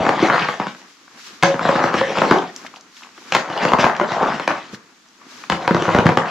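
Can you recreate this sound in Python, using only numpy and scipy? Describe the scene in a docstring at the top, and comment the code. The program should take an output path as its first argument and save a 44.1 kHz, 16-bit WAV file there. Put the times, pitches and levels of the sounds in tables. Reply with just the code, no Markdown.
"""Shovelling mud off stone

A steel shovel is pushed through wet mud over paving in a walled yard, a few metres away.
The edge rasps on grit and knocks on the joints between stones, ringing the blade and shaking the ground.
Between strokes mud drops off, a jacket swishes and boots shift, over faint outdoor air.
The walls answer, and the loudest knocks overload."""
import sys
import numpy as np
from scipy import signal
from scipy.fft import rfft, irfft, next_fast_len
from scipy.io import wavfile
from scipy.ndimage import uniform_filter1d, map_coordinates

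SR = 44100
rng = np.random.default_rng(int(sys.argv[2]) if len(sys.argv) > 2 else 0)


def wav_out(sig):
    """Save sig, one row per channel (or a flat mono array), as 16-bit PCM at SR to the path in sys.argv[1]."""
    wavfile.write(sys.argv[1], SR, np.round(np.clip(np.atleast_2d(sig).T, -1, 1) * 32767).astype(np.int16))


N = 277830

# Tone colours: freq_hz, level_db
AIR_EQ = [(20, -95), (45, -87), (70, -113.5), (110, -100), (250, -79), (600, -101), (1300, -91.5),
          (4000, -92.5), (16000, -98)]
SLEEVE_EQ = [(300, -33), (1200, 3), (3000, 0), (5500, -1), (7000, -5), (16000, -5.5)]
BOOT_EQ = [(40, -33.5), (110, -11), (250, 3.5), (600, -10.5), (1200, -4), (2500, -14.5), (8000, -58)]
GROUND_EQ = [(12, -42.5), (22, -19.5), (50, -9.5), (80, 0), (115, -6), (200, -14.5), (700, -64)]
RUMBLE_EQ = [(40, -50.5), (90, -25), (130, -5.5), (170, 2), (330, -9), (600, -13), (2000, -100.5)]
GRIT_EQ = [(500, -31), (1800, 10), (3000, 1.5), (4500, -4.5), (7000, -11.5), (16000, -29.5)]
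RASP_EQ = [(60, -79.5), (250, -14.5), (500, 3), (1000, 7), (1600, 0), (2500, -13.5), (5000, -45.5),
           (16000, -28.5)]
REVERB_EQ = [(45, -16), (100, -3), (1000, -2.5), (4000, -1.5), (10000, 1.5)]
MIC_EQ = [(20, -11), (6500, 1.5), (7500, -2), (8400, -12.5), (12500, -13), (14500, -32), (16000, -24)]
# Width of diffuse sound: freq_hz, left_right_correlation
STEREO_LIKENESS = [(60, 0.803), (500, 0.927), (2000, 0.365), (5000, 0.12), (10000, 0.15)]
# Stereo balance: freq_hz, left_over_right_db
BALANCE = [(60, 1), (180, -0.5), (520, 1), (1500, 3), (2600, 2.5), (4500, 1), (7500, 0.5), (12000, -2)]
# Decay of the yard: freq_hz, t60_s
WALL_DECAY = [(100, .24), (300, .36), (1000, .27), (3000, .24), (8000, .33)]
# Body movements: peak_s, level_db, rise_s, fall_s (both per 20 dB, sign ignored)
SLEEVE_MOVES = [(.72, -46, 0.091, 0.4), (.9, -55, .2, 1.07), (1.11, -55.5, 0.052, -1.5),
                (1.2, -47, 0.044, -0.64), (1.27, -42.5, 0.12, 0.21), (2.57, -39.5, 0.146, 0.1947),
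                (2.67, -36, 0.03, -0.0076), (2.77, -44.5, 0.069, 0.02), (2.975, -47, .12, .15),
                (3.035, -48, .1, .07), (3.175, -50, .07, .3), (3.3, -43.5, 0.3, 0.3),
                (3.36, -45, 0.065, -0.08), (4.746, -35.5, 0.055, 0.0389), (5.31, -48, 0.037, -1.3),
                (5.39, -41, 0.28, -0.3)]
BOOT_MOVES = [(.72, -43.5, 0.057, 0.5953), (1.18, -46.5, 0.17, 0.3), (1.3, -46.5, 0.062, 2.4),
              (2.66, -40, 0.63, 0.14), (2.77, -54.5, 0.1009, 0.52), (3.04, -52, 0.057, 3.87),
              (3.19, -56.5, 0.033, 8.5), (3.3, -44, 0.16, 0.5), (4.7, -42.5, 0.37, 0.2042),
              (5.22, -56, 0.043, 0.23), (5.42, -43, 0.282, 0.4)]
# Falling mud and grit: start_s, level_db, pitch_hz, spatter_s
MUD_DROPS = [(.97, -36, 1290, 0.017), (1.079, -24.5, 1110, 0.0043), (1.112, -27.5, 1200, 0.011),
             (2.563, -6.5, 5860, 0.00345), (2.648, -15.5, 760, 0.01216), (2.665, -12, 1960, .013),
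             (2.739, -18.5, 1141, 0.00874), (2.74, -28, 328.6, .005), (2.761, -17, 2875, 0.021),
             (2.769, -21, 806, 0.027), (2.81, -21, 6250, 0.0033), (2.968, -21.5, 3270, .02),
             (3.009, -24.5, 1150, 0.021), (3.022, -22.5, 1222, 0.0218), (3.034, -17, 2450, 0.0098),
             (3.047, -21.5, 1130, 0.014), (3.07, -24, 977, .025), (3.148, -32, 2500, .01),
             (3.178, -20, 1249, 0.0091), (3.18, -24.5, 329, 0.0049), (3.221, -24.5, 900, 0.011),
             (4.68, -27, 1086, 0.011), (4.729, -21.5, 898, 0.00951), (4.73, -11, 195.9, 0.00579),
             (4.746, -14, 1650, 0.011), (5.062, -35.5, 1110, 0.00536), (5.087, -29.5, 6140, .004),
             (5.216, -28, 1101, 0.00413), (5.265, -27.5, 295, 0.00522), (5.438, -12.5, 1210, 0.00423)]
# Heavy blows into the ground: start_s, peak_db
GROUND_JOLTS = [(0.001, -17.5), (0.091, -30.5), (0.226, -31.5), (0.341, -40), (0.61, -53), (1.431, -37.5),
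                (1.689, -36), (1.752, -24), (2.049, -39.5), (2.309, -43), (3.349, -46.5), (3.649, -43),
                (3.73, -16), (3.838, -17), (4.209, -40), (4.475, -45.5), (5.517, -17.5), (5.709, -40.5),
                (5.819, -30), (5.943, -11), (5.981, -11), (6.064, -35.5), (6.162, -34.5)]
# Single grains splitting: start_s, level_db, pitch_hz
GRIT_TICKS = [(0.2543, -25.5, 3430), (2.0804, -17.5, 3190), (2.2985, -17, 3350), (2.3096, -8.5, 2973),
              (2.3333, -15, 2974), (2.3855, -12.5, 3108), (3.5765, -11, 2907), (3.5893, -19, 2770),
              (3.687, -11, 2850), (3.7337, -15.5, 2836), (3.7664, -22.5, 2674), (3.8503, -9, 2576),
              (4.0839, -25, 3120), (4.4753, -14.5, 2416), (5.8736, -20.5, 2820), (5.9477, -12, 2436),
              (6.0027, -12, 2440), (6.2592, -19.5, 2765)]
# Modes of the steel blade: pitch_hz, level_db, t60_s
BLADE_MODES = [(156, -6, 0.15), (169.9, 5.5, 0.24), (323.5, -22.5, 0.12), (335.1, -1, 0.386),
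               (545, -1.5, 0.574), (632.2, -26, 0.092), (761.4, -4, 0.18), (933.7, -6, 0.31),
               (1022, -15.5, 0.26), (1243, -4, 0.13), (1390, -11, 0.098), (1540, -7, 0.13), (2172, -9, .1),
               (2855, -6, 0.068)]
# Scrape automation, one list per stroke: time_s, rasp_db, rasp_hz, grit_db
STROKE_CURVES = [
    [(0.0, -14, 650, -29), (0.1, -20.5, 877.5, -32.5), (0.18, -17, 909, -28), (0.225, -18, 630, -25.5),
     (0.27, -18, 738, -25.5), (0.305, -19, 729.6, -31), (0.336, -11.5, 861.7, -27),
     (0.385, -20.5, 1280, -26), (0.425, -19.5, 1400, -28.5), (0.465, -25, 1100, -30),
     (0.5, -34, 742, -29.5), (0.58, -36, 810, -40), (0.615, -25.5, 913.3, -38.5), (0.66, -35.5, 888, -38.5),
     (0.72, -53, 831, -44.5)],
    [(1.44, -26.5, 800, -26), (1.5, -25.5, 597.7, -33.5), (1.58, -26.5, 775, -37), (1.668, -16, 717, -28),
     (1.92, -19, 841.5, -32.5), (1.99, -13.5, 806.3, -20.5), (2.056, -29, 766, -36.5),
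     (2.1, -19, 574.7, -30), (2.198, -19.5, 767, -30), (2.276, -18, 623.6, -31), (2.368, -15, 810, -35),
     (2.5, -40, 698.7, -41.5)],
    [(3.335, -28.5, 1100, -24), (3.365, -29, 1100, -25.5), (3.44, -30.5, 908, -46), (3.52, -24, 852, -36),
     (3.636, -19.5, 825, -31.5), (3.7, -18, 899.6, -32), (3.76, -25, 911, -44), (3.8, -14.5, 790.2, -21.5),
     (3.86, -15.5, 870, -29), (3.98, -29.5, 982.5, -47), (4.05, -20, 756.7, -39), (4.118, -22, 939, -26.5),
     (4.206, -17.5, 769, -34.5), (4.27, -14.5, 695.7, -32), (4.344, -23.5, 1087, -34),
     (4.465, -39.5, 1048, -44), (4.498, -20.5, 1250, -46), (4.57, -29.5, 901.5, -37.5),
     (4.624, -48.5, 951.3, -42), (4.7, -50.5, 1096, -45)],
    [(5.515, -25, 1000, -26.5), (5.59, -30, 763.3, -45.5), (5.656, -23.5, 967, -35),
     (5.72, -24.5, 803, -36), (5.93, -21, 958.5, -31), (6.024, -16.5, 637.8, -31.5),
     (6.072, -25, 865, -30.5), (6.154, -49, 800.5, -40.5), (6.222, -19, 939.4, -43.5),
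     (6.3, -26, 743.5, -34)],
]
# Edge meets stone: start_s, level_db, thud_db, crack_db, ring_db (these three relative), clack_hz
EDGE_KNOCKS = [(0.002, -15.5, 10.5, -14.5, -23.5, 700.6), (0.064, -2, -5.5, -21.5, -14.5, 765),
               (0.09, -0.5, -4.5, -11, -23, 862.7), (0.191, -12.5, -28, -14.5, -22.5, 770),
               (0.225, -8.5, 9.5, -6, -2.5, 609.6), (0.256, -12.5, -17, -15, -20.5, 1041),
               (0.284, -8.5, -26.5, -16.5, -13, 1130), (0.298, 0.5, -5.5, -25.5, -23, 692),
               (0.339, -7.5, -17, -18, -12, 1070), (0.379, -5.5, -25, -18, -32.5, 1136),
               (0.485, -5.5, -10.5, -18, -14.5, 797), (0.538, -16.5, -20, -11, -34.5, 754),
               (0.598, -7, -1, -9.5, -18.5, 797), (0.615, -12.5, -2.5, -15.5, -27.5, 942),
               (0.667, -13, 0.5, -13.5, -27, 1030), (0.747, -29.5, -13, -1, -31.5, 1480),
               (0.815, -33.5, -26, 1, -28, 1460), (1.425, -6, -36, 2.5, -9.5, 1866),
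               (1.432, 3.5, -25.5, -3, -14, 1544), (1.541, -7.5, -1, -17, -24.5, 471),
               (1.592, -9.5, -8.5, -11, -27, 1220), (1.61, -13, 2, -18, -27.5, 970),
               (1.651, -2.5, -1, -27, -19.5, 721), (1.676, -12, -10.5, -21.5, -21.5, 802),
               (1.689, -0.5, -3.5, -21, -11.5, 754), (1.753, -5, 2.5, -20, -33.5, 569.8),
               (1.79, -9.5, -9, -20, -5, 1275), (1.801, -9.5, -6.5, -16, -20, 1116),
               (1.812, -10.5, -11.5, -17, -20.5, 701), (1.839, -2, -1, -19.5, -25, 926),
               (1.94, -5.5, 1, -8.5, -12.5, 1202), (2.011, -5, -3.5, -13.5, -8.5, 834),
               (2.086, -19, -7, -12.5, -23, 622), (2.184, -9, -13.5, -8, -3, 1320),
               (2.217, 1, -6, -20.5, -34, 703), (2.31, 3.5, -1.5, -12, -25, 370),
               (2.321, -2.5, -16, -17, -25.5, 997), (3.321, -6.5, -10.5, 3.5, -14, 829),
               (3.348, -2, -6.5, 0.5, -19, 893), (3.364, -4.5, -5.5, -5.5, -21.5, 808),
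               (3.499, -16, -21, -8, -6, 710), (3.564, -13.5, -12.5, -15, -22, 900),
               (3.613, -16, -13, -16, -20.5, 1013), (3.632, -10.5, -12.5, -21, -17, 834),
               (3.65, -5, 2.5, -5.5, -23.5, 789), (3.718, -4.5, -4.5, -10.5, -16.5, 925.8),
               (3.733, 1, -1, -15, -14.5, 994), (3.785, -5.5, 3, -15, -12.5, 492.6),
               (3.83, -9, -10, -17, -20.5, 1108), (3.84, 2.5, -5, -17, -12, 854),
               (3.864, -1, -23, -21.5, -34.5, 1036), (3.896, -6.5, -15, -21.5, -26, 840),
               (3.964, -24, -3.5, 5, -8, 938), (3.997, -3.5, -16.5, -19, -17.5, 1018),
               (4.011, -10, -1.5, -13.5, -5.5, 1590), (4.119, -13.5, -17, -1.5, -10, 1007),
               (4.163, -16.5, -3.5, -19.5, -22, 770), (4.208, -10, -6.5, -26, -10.5, 709),
               (4.227, -11, 3, -8, -28, 929), (4.259, -11.5, -11, -26, -29, 586),
               (4.396, -11.5, -3, -4, -17, 1360), (4.476, 0, -14, -10, -19.5, 1638),
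               (4.489, -17, -7, -22.5, -29, 1110), (4.495, -17.5, -12.5, -19.5, -29.5, 1480),
               (4.504, -8, -10, -27.5, -26, 1240), (4.514, -15, -7, -29, -34.5, 1150),
               (4.58, -20, -14.5, -11, -32.5, 760.2), (5.498, -3, -3, -1.5, -53.5, 1513),
               (5.52, -5.5, -12.5, -8, -9.5, 2373), (5.652, -16, -1, -18, -19.5, 934),
               (5.676, -1, -9, -7.5, -8.5, 884.7), (5.708, -1.5, -5, -21.5, -7.5, 436.5),
               (5.745, -5.5, -6.5, -6, -8, 993), (5.765, -8, 4, -12.5, -21.5, 1170),
               (5.821, -12.5, 2.5, -1, -16.5, 385), (5.853, -9.5, -18, -10.5, -13.5, 1170),
               (5.879, -8.5, -10, -19, -9.5, 990.6), (5.889, -5, -5, -19, -14, 1039),
               (5.946, -1, 1.5, -10.5, -16, 884.5), (5.962, -6, 1, -17.5, -15.5, 1218),
               (5.985, -2.5, 6.5, -7.5, -11, 931.5), (6.056, -6.5, -26, -7, -3, 1010),
               (6.065, -0.5, -19, -11, -12, 1350), (6.089, -0.5, -5.5, -15.5, -5, 833),
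               (6.097, -10, -5, -22, -12, 590.2), (6.119, -5, -2, -18, -16.5, 479),
               (6.171, 1.5, -2.5, -10, -12.5, 1037)]
# Knocks that land where one mode swings freely: start_s, mode_hz, boost_db
FREE_MODES = [(1.425, 2172, 10), (1.432, 2172, 6), (1.432, 547, 1), (1.689, 1022, 4), (3.348, 333, 4),
              (5.676, 929, 4), (5.984, 547, 1)]
# The emptied blade comes down: time_s
BLADE_LANDINGS = [1.425, 3.321, 5.498]

EMPTY_RING, MUDDY_RING = 0.7, 0.17  # share of the ring time left on the blade
FILL_S, WAVER_HZ = 0.05, 8.94  # how fast the blade fills; how far shifting mud blurs its pitches
GRIT_HZ, WANDER_OCTAVES, GRIT_FOLLOW = 3126, 0.076, 0.32  # grit pitch, its drift, its tracking of the rasp
RUMBLE_DB, BOOM_DB = -8.5, -37  # handle and ground under the rasp
BOOM_FADE_DB_PER_S = -0.5
SQUEAK_DB, SQUEAL_DB = -14, -13  # stones that stick and sing, under grit and under rasp
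CHATTER_DB, BITE_S, CHATTER_T60_S = -15, .003, .1  # the bite rises 20 dB in BITE_S
TOP_HZ = 15800


def amp(db):
    """Decibels to gain."""
    return 10 ** (np.asarray(db) / 20)


def unit(x):
    """Scale to an RMS of 1."""
    return x / np.sqrt(np.mean(x ** 2) + 1e-20)


def along(points, hz):
    """Read a curve on a log frequency axis."""
    freqs, values = np.transpose(points)
    return np.interp(np.log(hz + 1), np.log(freqs + 1), values)


def wobble(rate):
    """A smooth random curve, rate knots a second."""
    knots = rng.standard_normal(int(N * rate / SR) + 4)
    return map_coordinates(knots, [np.arange(N) * rate / SR])


def filtered(x, response):
    """Apply a frequency response."""
    size = next_fast_len(N + SR // 2)
    return irfft(rfft(x, size) * response(np.fft.rfftfreq(size, 1 / SR)), size)[..., :N]


def equalise(x, colour):
    """Zero-phase EQ."""
    return filtered(x, lambda hz: amp(along(colour, hz)))


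def impulse(colour, size=4096):
    """A minimum-phase pulse of energy 1 with this colour."""
    cepstrum = irfft(np.log(amp(along(colour, np.fft.rfftfreq(size, 1 / SR)))))
    cepstrum[1:size // 2] *= 2
    cepstrum[size // 2 + 1:] = 0
    pulse = irfft(np.exp(rfft(cepstrum)))[:size // 2]
    return pulse / np.linalg.norm(pulse)


def excite(drive, colour):
    """Play a signal through a body of this colour."""
    return signal.fftconvolve(drive, impulse(colour))[:N]


def ping(t, hz, cycles):
    """A tone that dies by 60 dB in this many cycles."""
    return np.sin(2 * np.pi * hz * t) * amp(-60 * t * hz / cycles)


def spread(pair):
    """Stereo from two unrelated sounds, narrow in the bass."""
    def mid_side(hz):
        angle = np.arccos(np.clip(along(STEREO_LIKENESS, hz), -1, 1)) / 2
        return np.array([np.cos(angle), np.sin(angle)])
    mid, side = filtered(np.array(pair), mid_side)
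    return np.array([mid + side, mid - side])


def grains(rate, spiky_db, smooth):
    """Random contacts of unequal size over a steady rub."""
    hit, size, sign = rng.random((3, N))
    contacts = (hit < rate / SR) * amp(-spiky_db * np.log(np.maximum(size, 1 / 40))) * (sign - .5)
    return unit(unit(contacts) + smooth * rng.standard_normal(N))


def outdoor_air():
    """A faint, steady bed of air."""
    return spread(equalise(rng.standard_normal((2, N)), AIR_EQ) * np.sqrt(SR / 2))


def yard_walls(x, step_s=.45, predelay_samples=330):
    """Each band dies at its own speed; the blade moves, so fresh tails keep fading in."""
    step = int(step_s * SR)
    out, fade = np.zeros((2, N + 2 * SR)), np.hanning(2 * step)
    padded = np.pad(x, (step, 2 * step))
    for start in range(0, N + step, step):
        hz, t, bands = signal.stft(rng.standard_normal((2, SR * 2 // 3)), SR, nperseg=256)
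        tail = signal.istft(bands * amp(-60 * t / along(WALL_DECAY, hz)[:, None]), SR, nperseg=256)[1]
        piece = padded[start:start + 2 * step] * fade
        wet = signal.fftconvolve(piece[None], tail / np.linalg.norm(tail[0]), axes=1)
        out[:, start:start + wet.shape[1]] += wet
    return equalise(spread(out[:, step - predelay_samples:][:, :N]), REVERB_EQ)


def body_rub(moves, colour, flutter_db, flutter_hz, rate, smooth):
    """A sleeve or boot rubs: grainy noise that swells with each move."""
    t = np.arange(N) / SR
    swells = sum(amp(db - 20 * np.maximum((s - t) / abs(rise), (t - s) / abs(fall)))
                 for s, db, rise, fall in moves)
    flutter = amp(flutter_db * wobble(flutter_hz))
    friction = [unit(equalise(grains(rate, 0, smooth), colour)) for _ in range(2)]
    return swells * flutter * spread(friction)


def mud_drops():
    """Each drop is a click of a few cycles, then smaller droplets of scattered pitch."""
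    out, t = np.zeros(N + SR), np.arange(SR // 30) / SR
    for s, db, hz, spatter_s in MUD_DROPS:
        for k, (late, bend, softer) in enumerate(rng.random((8, 3))):
            droplet = k > 0
            pitch_hz = min(hz * 2 ** (droplet * 2.236 * (bend - .35)), SR / 3)
            click = ping(t, pitch_hz, cycles=8) * np.minimum(t * pitch_hz, 1)
            start = round((s + droplet * late * spatter_s) * SR)
            out[start:][:len(t)] += amp(db - droplet * (6.5 + 10 * softer)) * click
    return out[:N]


def ground_jolts(late_s=0.0046):
    """The ground booms under heavy knocks."""
    s, db = np.transpose(GROUND_JOLTS)
    blows = np.bincount(((s + late_s) * SR).astype(int), amp(db), N)
    boom = impulse(GROUND_EQ)
    return signal.fftconvolve(blows, boom / np.abs(boom).max())[:N]


def grit_ticks():
    """A grain splits with a click and three short pitches."""
    out, t = np.zeros(N + SR), np.arange(SR // 40) / SR
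    for s, db, hz in GRIT_TICKS:
        pitch_hz = hz * np.array([[1], [1.12], [1.6]]) * 2 ** (0.033 * rng.standard_normal((3, 1)))
        tones = (amp([[0], [-5], [-7]]) * ping(t, pitch_hz, cycles=55)).sum(0)
        click = .5 * amp(-60 * t / 0.0023) * rng.standard_normal(len(t))
        out[round(s * SR):][:len(t)] += amp(db - 5.5) * (tones * np.minimum(t / .0008, 1) + click)
    return out[:N]


def edge_chatter():
    """The edge bites in at each knock, then judders over the stone."""
    s, db = np.transpose(EDGE_KNOCKS)[:2]
    lead = SR // 50
    t = (np.arange(SR // 5) - lead) / SR - .002
    shape = amp(np.minimum(20 * t / BITE_S, -60 * t / CHATTER_T60_S))
    energy = np.bincount((s * SR).astype(int), amp(db + CHATTER_DB) ** 2, N)
    envelope = np.sqrt(np.abs(signal.fftconvolve(energy, shape ** 2)[lead:][:N]))
    judder = amp(4.3 * wobble(120)) * grains(400, spiky_db=2, smooth=0.968)
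    return excite(envelope * unit(judder), RASP_EQ)


def wandering_contact(x, depth_db):
    """Resonances come and go as the contact wanders along the edge."""
    bands = signal.stft(x, nperseg=256)[2]
    ripple = uniform_filter1d(rng.standard_normal(bands.shape), size=3, axis=0)
    ripple = uniform_filter1d(ripple, size=12, axis=1)
    return unit(signal.istft(bands * amp(depth_db * unit(ripple)), nperseg=256)[1][:N])


def crunch(db, centre_hz, rate, cycles, octaves, spiky_db, samples=320):
    """Stones crack under the edge: bunches of pings scattered round a moving pitch."""
    active, t = db > -70, np.arange(samples) / SR
    starts = np.flatnonzero(rng.random(N) < rate / SR * amp(5 * wobble(40)) * active)
    bend, size = rng.standard_normal(len(starts)), rng.exponential(size=len(starts))
    hz = (centre_hz[starts] * 2 ** (octaves * bend))[:, None]
    pings = ping(t, hz, cycles) * np.minimum(t * hz, 1)
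    pings *= amp(spiky_db * np.minimum(size, 2.5))[:, None] * np.sqrt(hz)
    slots = starts[:, None] + np.arange(samples)
    cracks = np.bincount(slots.ravel(), pings.ravel(), N + samples)[:N]
    return amp(db) * cracks / np.sqrt(np.mean(cracks[active] ** 2))


def stroke_automation():
    """Rasp level, rasp pitch and grit level, faded out between strokes."""
    rest = [-90, 900, -90]
    strokes = [[[rows[0][0] - .01, *rest], *rows, [rows[-1][0] + .03, *rest]] for rows in STROKE_CURVES]
    s, *columns = np.concatenate(strokes).T
    return [np.interp(np.arange(N) / SR, s, column) for column in columns]


def shovel_scrape():
    """Grit catches under the edge in bunches; the same contacts shake blade, handle and ground."""
    rasp_db, rasp_hz, grit_db = stroke_automation()
    grit_hz = GRIT_HZ * 2 ** (WANDER_OCTAVES * wobble(14)) * (rasp_hz / 850) ** GRIT_FOLLOW
    catch = amp(3.2 * wobble(35) + 0.44 * wobble(15))
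    stones = catch * wandering_contact(grains(500, spiky_db=2, smooth=0.82), depth_db=2.5)
    sand = catch ** 0.799 * wandering_contact(grains(1500, spiky_db=1.5, smooth=0.9), depth_db=4)
    drive = amp(rasp_db) * stones
    rub = excite(amp(-10.5) * drive, RASP_EQ) + excite(amp(grit_db - 1) * sand, GRIT_EQ)
    t = np.arange(SR // 4) / SR
    muddy_ring = sum(amp(db - 60 * t / (0.22 * t60)) * np.sin(2 * np.pi * hz * t)
                     for hz, db, t60 in BLADE_MODES)
    blade = signal.fftconvolve(amp(-21) * drive, muddy_ring / np.linalg.norm(muddy_ring))[:N]
    coarse = crunch(rasp_db, rasp_hz, rate=450, cycles=6, octaves=0.412, spiky_db=2)
    fine = crunch(grit_db, grit_hz, rate=700, cycles=13, octaves=0.207, spiky_db=3.5)
    squeak = crunch(grit_db, grit_hz, rate=25, cycles=45, octaves=.3, spiky_db=3, samples=1200)
    squeal = crunch(rasp_db, rasp_hz, rate=30, cycles=28, octaves=.5, spiky_db=3, samples=2000)
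    cracks = amp(-2) * coarse + amp(-12.5) * fine + amp(SQUEAK_DB) * squeak + amp(SQUEAL_DB) * squeal
    handle = amp(RUMBLE_DB) * excite(drive, RUMBLE_EQ)
    ground = amp(BOOM_DB + BOOM_FADE_DB_PER_S * np.arange(N) / SR) * excite(drive, GROUND_EQ)
    return rub + cracks + blade + handle + ground


def blade_ring(s, t):
    """The steel rings from a knock at time s; gathering mud damps, detunes and blurs its modes."""
    hz, level_db, t60 = np.transpose(BLADE_MODES)[:, :, None]
    since_s = min(abs(s - landed) if s > landed - .01 else 1 for landed in BLADE_LANDINGS)
    load = 1 - np.exp(-since_s / FILL_S)
    boost_db = sum(db * (abs(s - at) < .004) * (abs(hz / mode_hz - 1) < .06)
                   for at, mode_hz, db in FREE_MODES)
    free = np.where(boost_db > 0, EMPTY_RING, EMPTY_RING + (MUDDY_RING - EMPTY_RING) * load)
    strengths = amp(level_db + boost_db + rng.normal(0, 3.1 + 3 * load, hz.shape))
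    detuned_hz = hz * (1 + 0.0474 * (1 - free) * rng.standard_normal(hz.shape))
    phase_step = np.sqrt(2 * np.pi * WAVER_HZ * (.1 + load) / 100)  # a random walk, 100 steps a second
    walks = phase_step * np.cumsum(rng.standard_normal((len(hz), 26)), axis=1)
    waver = np.array([np.interp(t * 100, np.arange(26), walk) for walk in walks])
    modes = strengths * amp(-60 * t / (t60 * free)) * np.sin(2 * np.pi * detuned_hz * t + waver)
    return modes.sum(0) * (1 - np.exp(-t / 0.0016))


def shovel_knocks():
    """The edge hits a joint: a clack, a crack of grit, a thud just after, and the blade ringing."""
    out, t = np.zeros(N + SR), np.arange(SR // 6) / SR
    hit_t = t[:SR // 20]
    rasp, grit, rumble = impulse(RASP_EQ), impulse(GRIT_EQ), impulse(RUMBLE_EQ)
    press = 1 - np.exp(-(hit_t / 0.00165) ** 3)  # the edge presses in before it slips
    blow = signal.unit_impulse(len(hit_t), idx=80)

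    def normalised(x):
        return x[:len(hit_t)] / np.abs(x).max()

    def burst(body, t60_s, loose):
        slip = loose * press * amp(-60 * hit_t / t60_s) * rng.standard_normal(len(hit_t))
        return signal.fftconvolve(blow + slip, body)

    for s, db, thud_db, crack_db, ring_db, clack_hz in EDGE_KNOCKS:
        pitch_hz = clack_hz * 2 ** (0.04 * rng.standard_normal())
        tone = ping(np.maximum(hit_t - .0017, 0), pitch_hz, cycles=9)
        clack = normalised(burst(rasp, t60_s=0.0194, loose=0.212)) + 0.924 * normalised(tone)
        crack = amp(crack_db) * normalised(burst(grit, t60_s=0.0164, loose=0.531))
        thud = -amp(thud_db) * normalised(np.pad(burst(rumble, t60_s=0.0069, loose=0.065), (50, 0)))
        start = round(s * SR)
        out[start:][:len(hit_t)] += amp(db) * (clack + crack + thud)
        out[start + 60:][:len(t)] += amp(db + ring_db) * blade_ring(s, t)
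    return out[:N]


def scene():
    """Shovel, mud, walls and worker sit slightly left, over the bed of air."""
    def low_cut(hz):  # keeps knocks, chatter, ticks and mud drops light, with no deep bass
        return (1j * hz / (90 + 1j * hz)) ** 2

    def pan(hz, left_lag_s=1.5e-5):
        side = np.array([[.5], [-.5]])
        return amp(along(BALANCE, hz) * side) * np.exp(-2j * np.pi * hz * left_lag_s * side)

    shovel = shovel_scrape() + ground_jolts()
    shovel += filtered(shovel_knocks() + edge_chatter() + grit_ticks(), low_cut)
    mud = filtered(mud_drops(), low_cut)
    reverb = yard_walls(shovel + amp(-5) * mud)
    sleeves = body_rub(SLEEVE_MOVES, SLEEVE_EQ, flutter_db=1.4, flutter_hz=25.11, rate=3000, smooth=1)
    boots = body_rub(BOOT_MOVES, BOOT_EQ, flutter_db=1.7, flutter_hz=21.993, rate=300, smooth=1.6)
    return filtered(shovel + mud + reverb + sleeves + boots, pan) + outdoor_air()


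def record(dry):
    """The microphone dulls the top, the loudest peaks clip, and everything above TOP_HZ is cut."""
    dull = equalise(dry, MIC_EQ)
    clipped = dull / (1 + np.abs(dull) ** 8) ** (1 / 8)
    return np.clip(filtered(clipped, lambda hz: hz < TOP_HZ), -1, 1)


dry = scene()
out = record(dry)
wav_out(out)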